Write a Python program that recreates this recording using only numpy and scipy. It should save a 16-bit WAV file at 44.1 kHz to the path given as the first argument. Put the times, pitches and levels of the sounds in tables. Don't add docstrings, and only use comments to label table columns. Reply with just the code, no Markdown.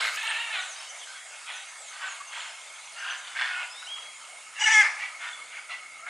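import sys
import numpy as np
from scipy import signal
from scipy.fft import rfft, irfft, next_fast_len
from scipy.io import wavfile
from scipy.ndimage import uniform_filter1d, map_coordinates

SR = 44100
rng = np.random.default_rng(int(sys.argv[2]) if len(sys.argv) > 2 else 0)


def nominal_scale(level):
    x = np.asarray(level, float) / 20
    return 10 ** x


def unload_audio(sound):
    columns = np.transpose(np.atleast_2d(sound))
    steps = np.round(np.clip(columns, -1, 1) * 32767)
    wavfile.write(sys.argv[1], SR, steps.astype(np.int16))


N = 268569


def unit(x):
    return x / np.sqrt(np.mean(x ** 2) + 1e-20)


def along(points, hz):
    f, v = np.transpose(points)
    return np.interp(np.log(hz + 1), np.log(f + 1), v)


def colour(points):
    return lambda hz: nominal_scale(along(points, hz))


def curves(rows, whole=False):
    s, *cols = np.transpose(rows)
    start, stop = (0, N) if whole else (max(int(s[0] * SR), 0), min(int(s[-1] * SR), N))
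    t = np.arange(start, stop) / SR
    return start, [np.interp(t, s, c) for c in cols]


def level(rows):
    return curves(rows, whole=True)[1][0]


def wobble(n, rate):
    knots = rng.standard_normal(int(n * rate / SR) + 4)
    return map_coordinates(knots, [np.arange(n) * rate / SR])


def fade(n, s):
    nearest_end = np.minimum(np.arange(n), np.arange(n)[::-1])
    return np.clip(nearest_end / (s * SR), 0, 1)


def filtered(x, response):
    m = next_fast_len(x.shape[-1] + 8192)
    return irfft(rfft(x, m) * response(np.fft.rfftfreq(m, 1 / SR)), m)[..., :x.shape[-1]]


def resonances(modes):
    def response(f):
        total = 0
        for k, (centre, width, db) in enumerate(modes):
            damping = 1j * f * width
            total = total + (-1) ** k * nominal_scale(db) * damping / (centre * centre - f * f + damping + 1)
        return total
    return response


def add(out, start, x, pan_db):
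    out[:, start:start + len(x)] += x[:N - start] * nominal_scale([[pan_db / 2], [-pan_db / 2]])


def scream(rows, throat, level_db, pan_db, odd_top_db=0, odd_follows=0):
    out = np.zeros((2, N))
    start, (hz, db, rough) = curves(rows)
    odd_db = odd_top_db + odd_follows * (db - db.max())
    n = len(hz)
    shaken_hz = hz * (1 + .02 * rough * wobble(n, 120) + .045 * rough * wobble(n, 500))
    phase = 2 * np.pi * np.cumsum(shaken_hz) / SR
    voice = power = 0
    for k in range(1, int(14000 / hz.max())):
        gain = nominal_scale(along(throat, k * hz) + odd_db * (k % 2))
        power = power + gain ** 2 / 2
        ragged = (k * hz / 5500) ** 2
        shake = 1 + 1.58 * rough * wobble(n, 89.2) + ragged * wobble(n, 600)
        shake = shake / np.sqrt(1 + ragged ** 2)
        voice = voice + gain * shake * np.sin(k * phase + rng.uniform(0, 2 * np.pi))
    add(out, start, nominal_scale(db + level_db) * fade(n, 0.0054) * voice / np.sqrt(power), pan_db)
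    return out


# (t/s, f/Hz, level/dB, roughness 0-1)
SCREAM = [(4.585, 400, -45, 0.3), (4.603, 418.4, -35, 0.3), (4.62, 411.3, -38, 0.17),
          (4.635, 436.5, -25, 0.35), (4.647, 441.4, -48, 0.52), (4.66, 441.7, -21.5, 0.26),
          (4.68, 433.2, -19, 0.31), (4.703, 441.3, -21.5, 0.3), (4.725, 449.5, -20.5, 0.35),
          (4.75, 429.7, -16, 0.01), (4.775, 427.5, -14, 0.06), (4.805, 425, -15.5, 0.07),
          (4.82, 403, -17, 0.2), (4.832, 388, -28, 0.2)]
RIVAL = [(4.595, 990, -35, 0.5), (4.64, 977, -26.5, 0.42), (4.68, 1000, -28, 0.53), (4.705, 968, -31, 0.67),
         (4.725, 980, -25.5, 0.15), (4.746, 977, -27, .08)]
# (f/Hz, level/dB)
SCREAM_THROAT = [(400, -49.5), (860, -13), (1290, -14), (1720, -1.5), (2150, 4), (2580, -18), (3000, -20),
                 (3450, -18), (3880, -32), (4700, -25.5), (5900, -18.5), (7300, -25.5), (9000, -25.5),
                 (11000, -48), (14000, -62)]
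RIVAL_THROAT = [(900, -36), (1950, -3), (2930, 1.5), (3900, -17), (5850, -7), (7000, -4.5), (8000, -8),
                (10000, -45), (14000, -58)]


def near_scream():
    low = scream(SCREAM, SCREAM_THROAT, level_db=-0.5, pan_db=1.5, odd_top_db=-1.0, odd_follows=0.78)
    return low + scream(RIVAL, RIVAL_THROAT, level_db=-2.5, pan_db=2.0)


# (t/s, level/dB)
HISS = [(4.575, -57), (4.6, -42), (4.66, -41), (4.74, -31), (4.8, -41), (4.83, -41), (4.855, -48),
        (4.88, -60)]
# (f/Hz, level/dB per Hz)
HISS_COLOUR = [(3500, -37), (4500, -11), (5200, 3), (6000, 8), (7200, 5), (8300, -8), (9500, -18),
               (11000, -30), (12500, -40), (14000, -52), (15000, -100)]


def hiss():
    out = np.zeros((2, N))
    start, (db,) = curves(HISS)
    air = unit(filtered(rng.standard_normal(len(db)), colour(HISS_COLOUR)))
    add(out, start, nominal_scale(db + 2.5 * wobble(len(db), 71)) * air, pan_db=-1.0)
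    return out


def glides(rows, bend, quaver):
    out = np.zeros((2, N))
    for s, length, start_hz, end_hz, db in rows:
        u = np.linspace(0, 1, int(length * SR))
        hz = end_hz + (start_hz - end_hz) * (1 - u) ** bend
        hz = hz * (1 + quaver * wobble(len(u), 400))
        swell = np.sin(np.pi * u ** 1.86) ** 0.44 * nominal_scale(3.3 * wobble(len(u), 46))
        add(out, int(s * SR), nominal_scale(db + 2.5) * swell * np.sin(2 * np.pi * np.cumsum(hz) / SR), .4)
    return out


# (t/s, length/s, f/Hz, level/dB)
BREAKS = [
    (2.2, 0.018, 1150, -39.5),
    (2.022, 0.027, 1140, -34.5),
    (2.045, .04, 1530, -40),
    (2.075, 0.022, 1210, -40),
    (4.636, 0.015, 2910, -22.5),
    (4.709, 0.056, 3300, -32),
    (4.71, 0.041, 5880, -32),
    (4.66, 0.037, 5860, -33.5),
    (4.636, 0.016, 1440, -32.5),
    (.545, 0.026, 3100, -35),
]


def breaks():
    return glides([(s, length, hz, .98 * hz, db) for s, length, hz, db in BREAKS], 0.79, 0)


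def envelope(s, swell, length, db):
    attack_s, release_s = 0.023, 0.035
    peak = max(swell, attack_s + .002)
    end = max(length, peak + .002)
    last = db - 84 * (end - peak)
    return [(s, db - 20), (s + attack_s, db - 7 * (1 - attack_s / peak)), (s + peak, db),
            (s + end, last), (s + end + release_s, last - 32)]


# (t/s, swell to the peak/s, length/s, peak level/dB, pulse rate f/Hz)
CROAKS = [(-.05, 0.095, 0.14, -26, 113), (.12, 0.21, 0.6, -33.5, 216), (.52, 0.03, 0.17, -32, 198),
          (1.051, 0.049, 0.12, -44.5, 210), (1.453, 0.034, 0.15, -36, 188), (1.994, 0.065, 0.18, -36, 202),
          (2.303, 0.085, 0.2, -35, 232), (2.952, 0.16, 0.2, -32, 187), (3.343, 0.07, 0.17, -26, 128),
          (3.492, 0.13, 0.14, -33, 175), (3.944, 0.037, 0.033, -39.5, 197),
          (4.648, 0.064, 0.17, -16.5, 417), (4.971, 0.057, 0.098, -31, 205),
          (5.188, 0.065, 0.11, -33.5, 260), (5.489, 0.099, 0.096, -37, 220),
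          (5.687, 0.023, 0.061, -34, 343), (6.046, 0.043, .07, -34, 300), (0.7, 0.11, 0.15, -46, 186),
          (4.807, 0.025, 0.072, -13, 400), (4.53, .05, 0.062, -39, 260), (1.3, 0.023, 0.13, -46, 280),
          (3.228, 0.055, 0.18, -41, 230), (3.805, 0.022, 0.025, -41, 200), (1.899, 0.12, 0.12, -41.5, 210),
          (4.584, 0.039, .045, -27, 420)]
# (f/Hz, level/dB)
MOUTHS = [
    [(1225, -11.5), (1540, -2), (2130, 2.5), (3900, 3)],
    [(1390, -15), (1740, -4.5), (2720, 3.5), (3200, -1)],
    [(1460, 8), (1900, 5), (3080, 7.5), (3540, 11), (3900, 10)],
    [(1540, 0)],
    [(1510, -7.5), (1870, -5), (2550, 4.5), (2950, 2.5), (3350, 4)],
    [(1140, -4), (1640, 4), (2350, -13), (2750, 5), (3100, 2)],
    [(915, -6.5), (1550, -1.5), (2150, 0), (2550, 4), (3200, 11.5), (4300, 2)],
    [(1400, -0.5), (1580, 0), (1780, -2.5), (2600, -1.5), (2830, 4.5), (3220, 0.5), (4620, -2)],
    [(1560, 5.5), (1800, 6.5), (2180, 8.5), (3410, 5.5), (4300, 2), (5100, -2)],
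    [(1450, 1.5), (2170, -7), (2560, 5), (3050, 1)],
    [(910, -15.5), (1310, -3)],
    [(1738, -13), (2145, -5.5), (2600, -9.5)],
    [(1896, -7), (2233, -3), (2740, -9)],
    [(1423, -9), (1830, -5), (2160, -6.5), (3540, -5)],
    [(1400, -8), (2170, 7)],
    [(2024, 2), (2780, -3)],
    [(1630, -2), (2180, -3)],
    [(2600, 6), (3090, 25)],
    [(1180, -8.5), (1740, 1.5), (2140, 4), (2460, -5)],
    [(1735, -1), (2150, -7), (2600, 0), (2800, 1)],
    [(1500, -3), (2550, 6), (2800, 0)],
    [(1500, -6), (2950, -1), (3500, 2)],
    [(950, -9), (1450, 4)],
    [(1240, 2), (1600, 6), (2200, -11)],
    [(850, -10), (1700, -6), (2150, 7), (2900, 2.5)],
]
# (resonance over its width [ratio], ring level/dB)
BEAKS = [(10, 4.5), (9, 6), (25, 1.5), (20, 8), (14, 7), (22, -4), (24, -0.5), (32.3, 3), (24.7, 4.5),
         (40, 3), (18, -1), (30, 5), (30.3, 6.5), (22.1, 3), (20, 6.5), (28, 3), (40, 8.5), (20, -5),
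         (20.1, 7.5), (25, 5), (15, 12), (18, -1), (10.02, 3), (15, -1), (14, 7)]
# (f/Hz, level/dB per Hz)
RASP = [(250, -61.5), (700, -11.5), (1100, -7.5), (1750, -6.5), (3000, -6.5), (4300, -18), (5200, -21),
        (9000, -34), (12500, -100)]
RASP_NEAR = [(150, -110), (400, -37.5), (800, -10.5), (1700, -11.5), (2300, -2.5), (3100, -16.5),
             (4000, -20), (5200, -16), (6800, -33), (8200, -22), (11000, -36), (13000, -62), (15000, -110)]


def croaks():
    out = np.zeros((2, N))
    ring_colour = colour([(300, -32), (700, 11.0), (4500, -14.0), (7000, -21), (12000, -90)])
    for (*shape, rate), mouth, (sharpness, ring_db) in zip(CROAKS, MOUTHS, BEAKS):
        start, (db,) = curves(envelope(*shape))
        n = len(db)
        near = db.max() > -22
        growl = rate < 170
        jitter = 0.12 if growl else 0.3
        breath = 0.95 if near else 0.68 if growl else 0.89

        cycle = np.cumsum(rate * np.exp(jitter * wobble(n, 120)) / SR)
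        slaps = (np.diff(np.floor(cycle), prepend=0) > 0) * nominal_scale(2.0 * rng.standard_normal(n))
        puffs = np.exp(-1.6 * (cycle % 1)) * rng.standard_normal(n)
        source = np.sqrt(1 - breath) * unit(slaps) + np.sqrt(breath) * unit(puffs)

        broad = filtered(source, colour(RASP_NEAR if near else RASP))
        modes = [(hz, hz / sharpness, mode_db) for hz, mode_db in mouth]
        ring = filtered(filtered(source, resonances(modes)), ring_colour)
        ring = map_coordinates(ring, [np.arange(n) + np.cumsum(.013 * wobble(n, 22))])
        voice = unit(unit(broad) + nominal_scale(ring_db) * unit(ring))
        call = nominal_scale(db - (10 if near else 1.5)) * fade(n, 0.0018) * voice
        add(out, start, call, pan_db=.9 if near else -.4)
    return out


# (t/s, f/Hz, level/dB, roughness 0-1)
WAIL = [(.17, 426.9, -34, 0.78), (.23, 434.7, -36.5, 0.77), (.26, 452.4, -30, 0.39),
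        (.3, 444.7, -29.5, 0.51), (.37, 455.6, -34, 0.53), (.42, 468.8, -34.5, 0.44), (.49, 456, -38, 0.63),
        (.53, 434.3, -32.5, .25), (.575, 384, -30, 0.26), (.62, 385.4, -39, 0.41)]
# (f/Hz, level/dB)
WAIL_THROAT = [(400, -36), (900, -2), (1350, -4.5), (1800, 3.5), (2250, 2.5), (2700, 5), (3200, -2),
               (4100, -2), (5000, -40), (9000, -96)]


def wail():
    return scream(WAIL, WAIL_THROAT, level_db=-3.0, pan_db=-1.0, odd_top_db=1.0, odd_follows=0.98)


# (t/s, f/Hz, level/dB, roughness 0-1)
YELP = [
    [(5.69, 667, -45, .4), (5.705, 681, -46.5, 0.58), (5.78, 677, -61.5, .45)],
    [(6, 641, -69, .18), (6.04, 676, -55.5, 0.16), (6.09, 732, -55, 0.2)],
]
# (f/Hz, level/dB)
YELP_THROAT = [(400, -6), (690, 0), (1380, 7.5), (2070, 14), (2760, 9.5), (4100, 5), (5500, -38)]


def yelps():
    bright = scream(YELP[0], YELP_THROAT, level_db=6.0, pan_db=0.0)
    return bright + scream(YELP[1], YELP_THROAT[:3] + [(2500, -42)], level_db=7.0, pan_db=0.0)


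# (t/s, f/Hz, level/dB, roughness 0-1)
CROON = [(3.49, 364.1, -39, 0.28), (3.53, 367.8, -38.5, 0.23), (3.56, 355.3, -38, .3),
         (3.59, 362.5, -36.5, 0.17), (3.625, 362, -35, 0.13), (3.655, 340, -37, 0.37)]
CHUCKLES = [
    [(1.48, 372, -57, 0.56), (1.52, 373.3, -43, 0.35), (1.6, 375, -45.5, .3), (1.65, 376, -49, 0.54)],
    [(1.92, 380.4, -50, 0.1), (1.955, 378.7, -45, 0.2), (1.99, 379, -52, 0.38), (2.045, 378.4, -33.5, 0.26),
     (2.075, 378, -41, 0.2), (2.11, 370, -57, 0.5)],
]
# (f/Hz, level/dB)
CROON_THROAT = [(400, -41), (730, -9), (1090, -12), (1450, 4.5), (1820, 0), (2180, 3), (2550, 2),
                (2900, -8), (3600, -22), (5000, -40), (9000, -98)]
CHUCKLE_THROATS = [
    [(400, -38), (1120, -24), (1490, 3), (1870, -4), (2240, -13), (2600, -10), (3300, -9), (4000, -2),
     (6000, -60)],
    [(400, -47), (760, -33), (1135, -8), (1515, 4), (1890, -4), (2300, -14), (2700, -4), (3400, -11),
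     (5000, -50)],
]


def soft_calls():
    out = scream(CROON, CROON_THROAT, level_db=-0.5, pan_db=-1.0)
    for rows, throat in zip(CHUCKLES, CHUCKLE_THROATS):
        out += scream(rows, throat, level_db=-1.5, pan_db=-1.0)
    return out


# (t/s, length/s, start f/Hz, end f/Hz, level/dB)
CHIRPS = [(0.588, 0.047, 7540, 5750, -45), (0.622, 0.13, 8700, 5770, -45.5), (0.883, .035, 6140, 6000, -48),
          (0.967, 0.043, 7600, 5800, -44), (1.162, 0.024, 6440, 5900, -51), (1.257, 0.093, 7600, 5930, -53),
          (1.511, 0.074, 7200, 5900, -51), (1.655, 0.06, 6700, 6150, -51.5), (1.75, 0.16, 9150, 6200, -49),
          (2.045, 0.088, 7760, 6400, -45), (2.258, 0.04, 6600, 6150, -48), (2.32, 0.14, 8900, 6400, -50),
          (2.45, 0.076, 6000, 5000, -54), (2.715, .045, 6600, 6200, -52), (2.842, 0.029, 6170, 5970, -48),
          (2.976, 0.037, 6260, 6140, -46.5), (3.094, 0.033, 6300, 5960, -45),
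          (3.162, 0.046, 8060, 6070, -50)]
PEEPS = [(.25, 0.064, 8470, 8540, -43), (0.752, 0.025, 4600, 4820, -51), (0.78, 0.032, 5050, 5460, -44),
         (.815, .04, 5420, 5200, -55), (1.15, 0.045, 3420, 3200, -54), (0.878, 0.045, 6540, 6840, -48),
         (0.985, 0.069, 3890, 2860, -49.5), (1.091, 0.066, 3000, 3450, -51), (2.66, 0.029, 3490, 3650, -53),
         (2.685, 0.0245, 3650, 3030, -54), (3.696, 0.044, 4990, 5220, -45.5),
         (3.695, .165, 3280, 4050, -48.5), (3.855, 0.024, 4030, 6300, -47), (3.75, 0.063, 5200, 5660, -56),
         (4.122, 0.057, 6450, 7260, -50.5), (5.326, 0.013, 3370, 3460, -41), (5.58, 0.02, 3210, 3400, -50)]


def small_birds():
    return glides(CHIRPS, bend=1.3, quaver=.005) + glides(PEEPS, bend=1.1, quaver=.008)


# (t/s, f/Hz, level/dB)
WHISTLE = [(3.864, 2635, -42), (3.876, 3010, -40.5), (3.895, 3200, -41), (3.93, 3282, -35.5),
           (3.975, 3300, -40.5), (4, 3317, -52), (4.035, 3230, -46), (4.05, 3150, -63)]


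def whistle():
    out = np.zeros((2, N))
    start, (hz, db) = curves(WHISTLE)
    phase = 2 * np.pi * np.cumsum(hz) / SR
    tone = np.sin(phase) + nominal_scale(-24) * np.sin(2 * phase)
    add(out, start, nominal_scale(db + 2.5) * fade(len(hz), .004) * tone, .3)
    return out


# (t/s, peak level/dB)
TICKS = [(0.0752, -33), (0.16, -27), (0.1994, -34), (0.231, -29), (0.2713, -33), (0.326, -86),
         (0.3694, -55), (0.4794, -61), (0.6594, -57), (0.8494, -41), (1.0194, -64), (2.6794, -62),
         (2.8394, -57), (3.4894, -64), (3.8195, -43), (4.0794, -67), (4.2494, -60), (5.7194, -65)]


def ticks():
    snaps = np.zeros(N + SR // 20)
    t = np.arange(SR // 20) / SR
    for s, db in TICKS:
        snaps[int(s * SR):][:len(t)] += nominal_scale(db - 60 * t / .01) * rng.standard_normal(len(t))
    bright = [(2500, -40), (5000, 5), (7000, 11), (9500, -10), (12000, -7), (15500, -15)]
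    return nominal_scale(-4.0) * filtered(snaps[:N], colour(bright))


# (f/Hz, left-right correlation 0-1)
ALIKE = [(60, .8), (300, .93), (1500, .93), (5000, .97), (9000, .93), (13000, .995)]


def rush(response, patchy_db):
    z = signal.stft(rng.standard_normal((2, N + 512)), nperseg=512)[2]
    field = uniform_filter1d(rng.standard_normal(z.shape[1:]), size=5, axis=0)
    field = uniform_filter1d(field, size=12, axis=1)
    pair = signal.istft(z * nominal_scale(patchy_db * unit(field)), nperseg=512)[1][:, :N]

    def mid_side(hz):
        turn = np.arccos(np.clip(along(ALIKE, hz), -1, 1)) / 2
        return response(hz) * np.array([np.cos(turn), np.sin(turn)])
    mid, side = filtered(pair, mid_side)
    return unit(np.array([mid + side, mid - side]))


# (f/Hz, level/dB per Hz)
LEAVES = [(2500, -22), (5000, 7.5), (9000, -6), (11000, -3), (14000, -8), (15500, -27)]


def leaves():
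    t = np.arange(N) / SR
    gust_db = np.maximum(-48 - 68 * abs(t - 0.14), -101)
    return nominal_scale(gust_db - 1.0 + 5.9 * wobble(N, 24.4)) * rush(colour(LEAVES), patchy_db=5.0)


# (f/Hz, width/Hz, level/dB)
DRONES = [
    (2184, 125, 6.5),
    (1266, 146, 3.5),
    (6610, 250, -2.5),
    (5110, 80, -17),
]
# (t/s, level/dB)
DRONING = [(0, -34), (.35, -42), (.75, -48), (2.2, -48), (2.8, -49.5), (3.4, -50.5), (5.2, -44),
           (6.09, -44.5)]
# (t/s, level/dB)
CICADA = [
    (0, -77),
    (1.2, -58),
    (1.5, -36),
    (1.9, -46),
    (6.09, -42.5),
]


def insects():
    drone_noise = rush(lambda hz: resonances(DRONES)(hz) ** 2, patchy_db=1.5)
    drones = nominal_scale(level(DRONING) + 1.5 * wobble(N, 25)) * drone_noise
    beat = np.exp(1.1 * np.cos(2 * np.pi * np.cumsum(83.2 + .3 * wobble(N, 3)) / SR))
    buzz = rush(lambda hz: resonances([(9500, 600, 0)])(hz) ** 2, patchy_db=-2.0)
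    cicada = nominal_scale(level(CICADA) - 16.0) * unit(beat * buzz)
    return filtered(drones + cicada, colour([(10200, -3.5), (13000, -61)]))


# (t/s, level/dB)
BREEZE = [(0, 5), (1.3, 1.2), (3.4, 0.5), (5.3, -0.54), (6.09, -4.5)]
# (f/Hz, level/dB per Hz)
LOW_AIR = [(180, -74), (300, -34), (645, -7), (760, -6.5), (826, -6), (2220, -6), (2440, -4.5),
           (5000, -11.5), (6500, -29), (11000, -120)]
HIGH_AIR = [(3000, -34.5), (4500, -12), (5700, -8), (6800, -2.5), (8000, -3.5), (10000, -5.5),
            (10600, -20.5), (12000, -25), (13500, -77)]


def breeze():
    t = np.arange(N) / SR
    breeze_db = level(BREEZE)
    low_db = -49 + breeze_db + 18.5 * np.exp(-t / 0.049)
    high_db = -50.5 + breeze_db + 5 * np.exp(-t / 0.1)
    low = nominal_scale(low_db + 0.17 * wobble(N, 4.04)) * rush(colour(LOW_AIR), patchy_db=3.0)
    high = nominal_scale(high_db + 0.087 * wobble(N, 5.0)) * rush(colour(HIGH_AIR), patchy_db=1.7)
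    return low + high


# (f/Hz, level/dB per Hz)
RUMBLE = [(20, -9), (100, -9.5), (200, 0.5), (400, 1), (700, 10), (1500, -120)]


def rumble_and_hum():
    t = np.arange(N) / SR
    rumble_db = -79.5 + 1.73 * t
    rumble = nominal_scale(rumble_db + 0.25 * wobble(N, 4.8)) * rush(colour(RUMBLE), patchy_db=1.5)
    hum = nominal_scale(-89.0 + 3.2 * wobble(N, 8)) * np.sin(2 * np.pi * 120 * t)
    return rumble + hum


# (f/Hz, t60/s)
TREES = [(400, 1), (2000, 0.48), (6000, 0.73), (12000, 0.021)]


def trunks(x):
    hz, t, z = signal.stft(rng.standard_normal((2, SR // 2)), SR, nperseg=256)
    decay = nominal_scale(-60 * t / along(TREES, hz)[:, None])
    tail = signal.istft(z * decay, SR, nperseg=256)[1]
    tail = tail[0] + 0.17 * tail[1] * np.array([[1], [-1]])
    delayed = np.pad(x.mean(axis=0), (500, 0))[None]
    return signal.fftconvolve(delayed, tail / np.linalg.norm(tail[0]), axes=1)[:, :N]


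def scene():
    near = near_scream() + hiss() + breaks()
    far = croaks() + wail() + yelps()
    soft = soft_calls()
    birds = small_birds() + whistle()
    forest = leaves() + insects() + breeze() + rumble_and_hum()
    echoes = trunks(nominal_scale(-16.0) * near + nominal_scale(-7.5) * far + nominal_scale(-13.5) * soft + nominal_scale(-6.5) * birds)
    return near + far + soft + birds + ticks() + forest * nominal_scale([[-.3], [.3]]) + echoes


def band_limit(x):
    return signal.sosfilt(signal.butter(12, 15490, fs=SR, output="sos"), x)


def record(dry):
    mix = dry * np.minimum(np.arange(N) / (.008 * SR), 1)
    return band_limit(mix)


dry = scene()
out = record(dry)
unload_audio(out)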